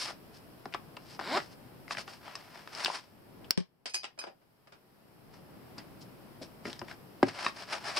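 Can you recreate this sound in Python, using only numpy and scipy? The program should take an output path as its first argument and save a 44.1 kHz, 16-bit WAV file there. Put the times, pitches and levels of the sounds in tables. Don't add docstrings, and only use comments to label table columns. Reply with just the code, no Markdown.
import sys
import numpy as np
from scipy import signal
from scipy.fft import rfft, irfft
from scipy.io import wavfile
from scipy.ndimage import uniform_filter1d, minimum_filter1d

SR = 44100
rng = np.random.default_rng(int(sys.argv[2]) if len(sys.argv) > 2 else 0)


def transcribe(signal):
    frames = np.atleast_2d(signal).T
    limited = np.clip(frames, -1, 1)
    pcm = np.round(limited * 32767).astype(np.int16)
    wavfile.write(sys.argv[1], SR, pcm)


N = 352423
TIME, AGE = np.arange(N) / SR, np.arange(SR // 2) / SR

# (frequency [Hz], level [dB])
CONTACT_SPECTRUM = [(120, -49), (200, -5.5), (789, 1.5), (1150, -7), (1570, -6), (1880, -6), (2170, -7.5),
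                    (2700, -8.5), (4310, -13.5), (4890, -5), (6530, -20.5), (8570, -16), (15000, -52)]


def amp(db):
    return 10 ** (np.asarray(db) / 20)


def unit(x):
    return x / np.sqrt(np.mean(x ** 2) + 1e-20)


def read(points, hz):
    f, value = np.transpose(points)
    return np.interp(np.log(hz + 1), np.log(f + 1), value)


def add(mix, s, sound):
    part = mix[..., round(s * SR):][..., :sound.shape[-1]]
    part += sound[..., :part.shape[-1]]


def colour(x, spectrum, centre_hz=1000, focus_db=0, hollow_db=0, octaves=0.18, size=2048):
    hz = np.fft.rfftfreq(size, 1 / SR)
    away = np.log2((hz + 20) / centre_hz)
    resonance_db = hollow_db * np.exp(-(away / octaves) ** 2)
    db = read(spectrum, hz) - focus_db * (np.hypot(1, away) - 1) + resonance_db
    cepstrum = irfft(np.log(amp(np.maximum(db, -100))))
    cepstrum[1:size // 2] *= 2
    cepstrum[size // 2 + 1:] = 0
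    impulse = irfft(np.exp(rfft(cepstrum)))
    return signal.oaconvolve(x, impulse[None], axes=1)[:, :x.shape[1]]


def pair(three, spread, left_db):
    return (three[0] + spread * three[1:]) / np.hypot(1, spread) * amp([[left_db / 2], [-left_db / 2]])


def burst(t60, spectrum, spread, left_db, **tone):
    t = AGE[:SR // 5]
    x = colour(rng.standard_normal((3, len(t))) * amp(-60 * t / t60), spectrum, **tone)
    x = pair(x / x.std(1, keepdims=True), spread, left_db)
    power = uniform_filter1d((x ** 2).mean(0), 176, mode="constant")
    return x / np.sqrt(power.max())


def ring(modes, lag_rad=0., rise_s=0.00015):
    lag = np.array([[0], [lag_rad]])
    x = sum((-1) ** k * amp(db - 60 * AGE / t60) * np.sin(2 * np.pi * hz * AGE - lag)
            for k, (hz, db, t60) in enumerate(modes))
    x *= 1 - np.exp(-AGE / rise_s)
    return x / abs(x).max()


def blows(rows, shape):
    out = np.zeros((2, N))
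    for s, db in rows:
        add(out, s, amp(db) * shape)
    return out


def background(hiss_db=-62):
    # (time [s], level [dB])
    rumble_level = [(0, -56.5), (1.8, -54.5), (2.3, -60.5), (2.9, -59.5), (3.45, -51), (4.6, -59.5),
                    (5.5, -52.5), (6.3, -54.5), (7.99, -55.5)]
    # (frequency [Hz], level [dB])
    rumble_spectrum = [(20, -16.5), (60, -9), (85, -6), (125, 0.5), (190, -1), (260, -2.5), (350, -4),
                       (500, -9), (750, -12.5), (1200, -23), (2500, -33), (6000, -62)]
    hiss_spectrum = [(100, -4), (1000, 8.5), (2200, 2.5), (3100, 2.5), (3600, -2), (5200, 2.5),
                     (5800, -4.5), (6400, -11), (8000, -5), (11000, -2), (13500, 0.5), (15300, -5),
                     (16000, -8.5)]
    # (frequency [Hz], correlation [ratio])
    likeness = [(60, 0.15), (130, 0.5), (290, 0.29), (640, 0.3), (1410, 0.1), (3100, -0.073), (6820, -0.45),
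                (15000, 0.044)]
    hz = np.fft.rfftfreq(N, 1 / SR)
    left, other = rfft(rng.standard_normal((2, N)))
    shared = np.clip(read(likeness, hz), 0, 1)
    noise = np.array([left, shared * left + np.sqrt(1 - shared ** 2) * other])
    rumble = unit(irfft(noise * amp(read(rumble_spectrum, hz)), N))
    rumble *= amp(np.interp(TIME, *np.transpose(rumble_level)))
    hiss = unit(irfft(noise * amp(read(hiss_spectrum, hz)), N)) * amp(hiss_db)
    return rumble * amp([[1.1], [-1.1]]) + hiss * amp([[.4], [-.4]])


def cloth_rubbing(grains_per_s=2500, snags_per_s=40, snag_db=15, flutter_db=2.0, split_hz=3500):
    # (frequency [Hz], level [dB])
    weave = [(100, -41), (200, -12), (440, -8), (650, 0), (1000, 0), (1700, -3), (2500, -7.5), (3200, -12),
             (3800, -15.5), (4600, -10), (5300, -8.5), (6400, -22), (9500, -23.5), (15000, -51.5)]
    # (hardest push [s], rise [s], fall [s], scrape [dB], hiss [dB])
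    strokes = [(0.014, 0.13, 0.1, -41.5, -33.5), (0.08, 0.047, 0.058, -37, -42.5),
               (.365, 0.047, 0.037, -59, -54), (1.13, 0.15, 0.086, -55.5, -53),
               (1.425, 0.074, 0.099, -54, -51.5), (1.53, 0.066, 0.03, -61, -59),
               (1.924, 0.041, 0.031, -42, -40.5), (1.993, 0.042, 0.048, -42, -40.5),
               (2.089, 0.034, 0.13, -49.5, -50.5), (2.28, 0.1, 0.23, -47.5, -57),
               (2.39, 0.12, 0.21, -54, -59.5), (2.57, 0.25, 0.24, -52.5, -58.5),
               (2.8, 0.13, 0.17, -40.5, -44.5), (2.87, 0.12, 0.18, -37.5, -37),
               (2.955, .07, 0.044, -31.5, -32.5), (5.345, 0.058, 0.086, -55, -59.5),
               (5.784, 0.021, 0.067, -46.5, -60), (6.016, 0.014, 0.031, -79.5, -49.5),
               (6.426, 0.017, 0.048, -52, -45.5), (6.67, 0.033, 0.15, -46.5, -48),
               (6.91, 0.088, .06, -49.5, -54.5), (7.29, 0.047, 0.029, -35.5, -39.5),
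               (7.385, .08, .1, -38, -49), (7.465, 0.19, 0.063, -33, -38), (7.612, 0.12, 0.079, -42, -45),
               (7.734, 0.068, 0.067, -30.5, -36.5), (7.885, 0.092, 0.12, -35, -40),
               (7.981, 0.042, 0.14, -33, -34.5)]
    grains = rng.standard_normal((3, N)) * (rng.random(N) < grains_per_s / SR)
    snags = rng.choice([-1., 1.], (3, N)) * (rng.random(N) < snags_per_s / SR) * amp(snag_db)
    friction = pair(unit(grains) + snags + rng.standard_normal((3, N)), spread=0.54, left_db=2.0)
    friction *= amp(flutter_db * unit(uniform_filter1d(rng.standard_normal(N), 350)))
    cloth = colour(friction, weave)
    scrape, hiss = (unit(signal.sosfilt(signal.butter(4, split_hz, kind, fs=SR, output="sos"), cloth))
                    for kind in ("low", "high"))
    power = np.zeros((2, N))
    for s, rise, fall, scrape_db, hiss_db in strokes:
        t = np.arange(max(s - 2 * rise, 0), s + 2 * fall, 1 / SR)
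        arch_db = -24 * np.maximum((s - t) / rise, (t - s) / fall) ** 1.336
        add(power, t[0], amp([scrape_db + arch_db, hiss_db + arch_db]) ** 2)
    return amp(-2.5) * (scrape * np.sqrt(power[0]) + hiss * np.sqrt(power[1]))


def thud():
    # (frequency [Hz], level [dB])
    spectrum = [(50, -25.5), (110, -6.5), (230, -4.5), (400, -5), (700, -13.5), (2000, -66.5)]
    return burst(t60=0.083, spectrum=spectrum, spread=0.077, left_db=1.0)


def handling(thud_db=-22.5):
    # (time [s], level [dB], centre [Hz], t60 [s])
    ticks = [(.105, -41.5, 720, 0.054), (0.656, -37, 835, 0.015), (.725, -49, 2500, .05),
             (.739, -35, 2850, .013), (0.745, -30, 1240, 0.037), (0.968, -43.5, 2600, 0.023),
             (.97, -43, 1090, .03), (1.1924, -33, 1330, .008), (1.197, -35, 1450, .015),
             (1.212, -35.5, 1170, .015), (1.373, -27, 1280, 0.029), (1.401, -39, 2000, .021),
             (1.88, -44, 2020, .012), (1.908, -33.5, 1660, .015), (1.949, -39, 1620, .025),
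             (1.971, -34.5, 1930, .02), (1.984, -34, 1270, .018), (2.078, -41, 1360, .035),
             (2.279, -41.5, 1180, .017), (2.354, -38, 5500, .025), (2.557, -45.5, 1570, .02),
             (2.675, -41.5, 1570, .014), (2.75, -38.5, 5240, .009), (2.8474, -23.5, 4600, .01),
             (2.859, -19, 2900, .024), (2.869, -30, 2800, .017), (2.881, -26, 850, .016),
             (2.9004, -23.5, 1040, .024), (3.444, -51, 3000, .05), (5.781, -44, 4700, .05),
             (6.654, -37.5, 2050, .035), (6.703, -51, 2960, .025), (6.73, -40, 3270, .006),
             (6.793, -41.5, 5130, .013), (6.816, -36.5, 1080, .019), (6.883, -46, 2070, .03),
             (6.913, -41.5, 1530, .029), (7.229, -26.5, 2340, .038), (7.296, -37.5, 2000, .022),
             (7.464, -36, 1110, .033), (7.97, -31, 4800, .047)]
    # (time [s], level [dB])
    soft_bumps = [(0.658, -43.5), (0.743, -47), (1.192, -46), (1.971, -49.5), (2.859, -51), (3.405, -48.5),
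                  (5.775, -44), (6.413, -42), (6.426, -43.5), (6.654, -37.5), (6.677, -37), (6.818, -41.5),
                  (7.271, -34.5), (7.464, -37)]
    out = np.zeros((2, N))
    for s, db, hz, t60 in ticks:
        tick = burst(t60, CONTACT_SPECTRUM, spread=0.42, left_db=3.8,
                     centre_hz=hz, focus_db=7.5, hollow_db=8.5, octaves=.36)
        add(out, s, amp(db) * (tick + amp(thud_db) * thud()))
    for s, db in soft_bumps:
        add(out, s, amp(db) * thud())
    return out


def zipper(start_s=1.2, stop_s=1.377, top_teeth_per_s=425, speed_up_s=0.13, brake_s=.02):
    # (frequency [Hz], level [dB])
    slider = [(88, -50.5), (150, -19), (270, -8.5), (451, -12), (588, -8.5), (1060, -4.5), (1230, -10.5),
              (1360, -5.5), (2350, -9.5), (2590, -15), (5220, -12), (6190, -31), (7630, -26), (14000, -45)]
    # (harmonic [multiple of the tooth rate], level [dB])
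    harmonics = [(1, -8.5), (2, -7.5), (3, -10)]
    t = np.arange(start_s, stop_s + 4 * brake_s, 1 / SR)
    pace = np.exp(np.minimum((t - stop_s) / speed_up_s, (stop_s - t) / brake_s))
    tooth_hz = top_teeth_per_s * pace
    wobble = .018 * unit(uniform_filter1d(rng.standard_normal(len(t)), 150))
    teeth = np.cumsum(tooth_hz * (1 + wobble)) / SR
    strength = amp(rng.standard_normal(len(t)))[teeth.astype(int)]
    catch = 0.49 + np.exp(-(teeth % 1) / 0.24)
    friction = pair(rng.standard_normal((3, len(t))), spread=0.19, left_db=1.0)
    rasp = colour(friction * catch * strength, slider)
    buzz = tooth_hz * sum(amp(db + read(slider, k * tooth_hz)) * np.sin(2 * np.pi * k * teeth)
                          for k, db in harmonics)
    pull = amp(-31 + 9 * np.log2(pace))
    out = np.zeros((2, N))
    add(out, start_s, (unit(rasp) + amp(-3.5) * unit(buzz)) * pull)
    return out


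def case_knocks():
    # (time [s], level [dB])
    hits = [(1.9095, -23), (2.3535, -30.5), (7.4642, -10), (7.9715, -19.5)]
    # (frequency [Hz], level [dB], t60 [s])
    modes = [(1100, 7, 0.025), (1835, -1, 0.034), (2580, 7, 0.0096), (3800, -2.5, 0.021),
             (4900, -12, 0.021)]
    return blows(hits, ring(modes, lag_rad=0.4, rise_s=0.00035))


def case_clacks():
    # (time [s], level [dB])
    hits = [(2.8464, -20), (3.5072, 4)]
    # (frequency [Hz], level [dB])
    edge = [(100, -21.5), (1000, -25), (1600, -21.5), (2300, -13.5), (3600, -23), (4600, -2), (5200, 4.5),
            (6000, -18.5), (9000, -22), (12000, -24), (15000, -16)]
    snap = burst(t60=.018, spectrum=edge, spread=1.3, left_db=1.5)
    return blows(hits, snap / abs(snap).max())


def side_clinks(vary_db=2, left_lag_s=.00024):
    # (time [s], level [dB], centre [Hz], t60 [s])
    clatter = [(3.51, -23, 3260, 0.069), (3.5753, -12.5, 4200, 0.019), (3.603, -27.5, 4540, 0.012),
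               (3.857, -17.5, 4660, 0.1), (3.943, -17.5, 6600, 0.085), (4.033, -26, 3560, 0.022),
               (4.042, -19, 2880, 0.037), (4.052, -24.5, 3000, .035), (4.177, -37, 700, 0.083),
               (4.189, -29.5, 1210, 0.047), (4.213, -32.5, 1490, 0.092), (4.239, -23.5, 890, .025),
               (4.268, -29, 574, .11), (4.416, -52, 780, 0.12), (4.672, -46, 1200, 0.062),
               (4.722, -43, 1400, .12)]
    # (time [s], level [dB])
    touches = [(3.857, -30), (3.896, -20.5), (3.937, -14), (3.943, -3), (4.189, -13)]
    # (frequency [Hz], level [dB], t60 [s])
    modes = [(2493, -2, .16), (3090, -12, .22), (3933, -12, .07), (4681, -9, .14), (4843, -5, .2),
             (4962, 0, .19), (5279, -5, .13), (5874, -11, .13), (6382, -6, .08), (7698, -10, .07),
             (8800, -7, .11), (10556, -10, .1)]
    out = np.zeros((2, N))
    for s, db, hz, t60 in clatter:
        contact = burst(t60, CONTACT_SPECTRUM, spread=3.16, left_db=1.0,
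                        centre_hz=hz, focus_db=4.5, hollow_db=5)
        add(out, s, amp(db) * contact)
    for s, db in touches:
        metal = ring([(hz, level + vary_db * rng.standard_normal(), t60) for hz, level, t60 in modes])
        add(out, s, amp(db) * metal * amp([[-1], [1]]))
    return np.array([np.roll(out[0], round(left_lag_s * SR)), out[1]])


def desk_knocks():
    # (time [s], level [dB])
    hits = [(3.5755, 4), (3.603, -6)]
    # (frequency [Hz], level [dB], t60 [s])
    modes = [(177.4, 5, 0.081), (254, 0.5, 0.027), (382, -4, 0.1), (530, -9, 0.075)]
    return blows(hits, ring(modes, lag_rad=2.93, rise_s=0.002)) * amp([[1.5], [-1.5]])


def pouch_bump():
    # (time [s], level [dB])
    hits = [(7.2283, -7.5)]
    # (frequency [Hz], level [dB], t60 [s])
    modes = [(108, -21.5, 0.32), (151.6, -18.5, 0.3), (212, -4, .07), (275, 1.5, 0.082), (364, 3, 0.055),
             (575, -2, 0.05), (776, 1, 0.037), (1090, 9.5, 0.0043), (1634, -5.5, 0.031)]
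    return blows(hits, ring(modes, lag_rad=.12, rise_s=.00045))


def reflections(x, taps_per_s=4000):
    # (frequency [Hz], t60 [s])
    decay = [(150, 0.23), (600, .25), (2500, 0.22), (5000, 0.2), (12000, 0.096)]
    shape = (2, len(AGE))
    taps = rng.choice([-1., 1.], shape) * (rng.random(shape) < taps_per_s / SR) * (AGE > .002)
    taps *= 1 + 2.88 * np.exp(-AGE / 0.06)
    hz, t, bands = signal.stft(taps, SR, nperseg=256)
    tail = signal.istft(bands * amp(-60 * t / read(decay, hz)[:, None]), SR, nperseg=256)[1]
    return signal.oaconvolve(x, tail / np.linalg.norm(tail[0]), axes=1)[:, :N]


def scene():
    near = zipper() + cloth_rubbing() + handling() + case_knocks() + case_clacks()
    side, bump = side_clinks(), pouch_bump()
    wet = reflections(amp(-10) * near + amp(-5.5) * side + amp(-13) * bump)
    return near + side + desk_knocks() + bump + wet + background()


def record(dry, ceiling_db=-10, attack_s=0.0031, hold_s=0.17, recover_db_per_s=10, cut_hz=15850):
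    zero, pole = [2.2, -1.65], [1, -.45]
    bright = signal.lfilter(zero, pole, dry)
    over_db = np.maximum(20 * np.log10(abs(bright).max(0) + 1e-9) - ceiling_db, 0)
    half = int(hold_s * SR / 2)
    held_db = -minimum_filter1d(-over_db, 2 * half + 1, origin=half, mode="constant")
    creep_db = recover_db_per_s * TIME
    target_db = np.maximum.accumulate(held_db + creep_db) - creep_db
    inertia = np.exp(-1 / (attack_s * SR))
    duck_db = signal.lfilter([1 - inertia], [1, -inertia], target_db)
    clipped = np.clip(bright * amp(-duck_db), -.43, .43)
    flat = signal.lfilter(pole, zero, clipped)
    lowpass = signal.firwin(255, cut_hz, window=("kaiser", 9), fs=SR)
    return signal.oaconvolve(flat, lowpass[None], "same", axes=1)


dry = scene()
out = record(dry)
transcribe(out)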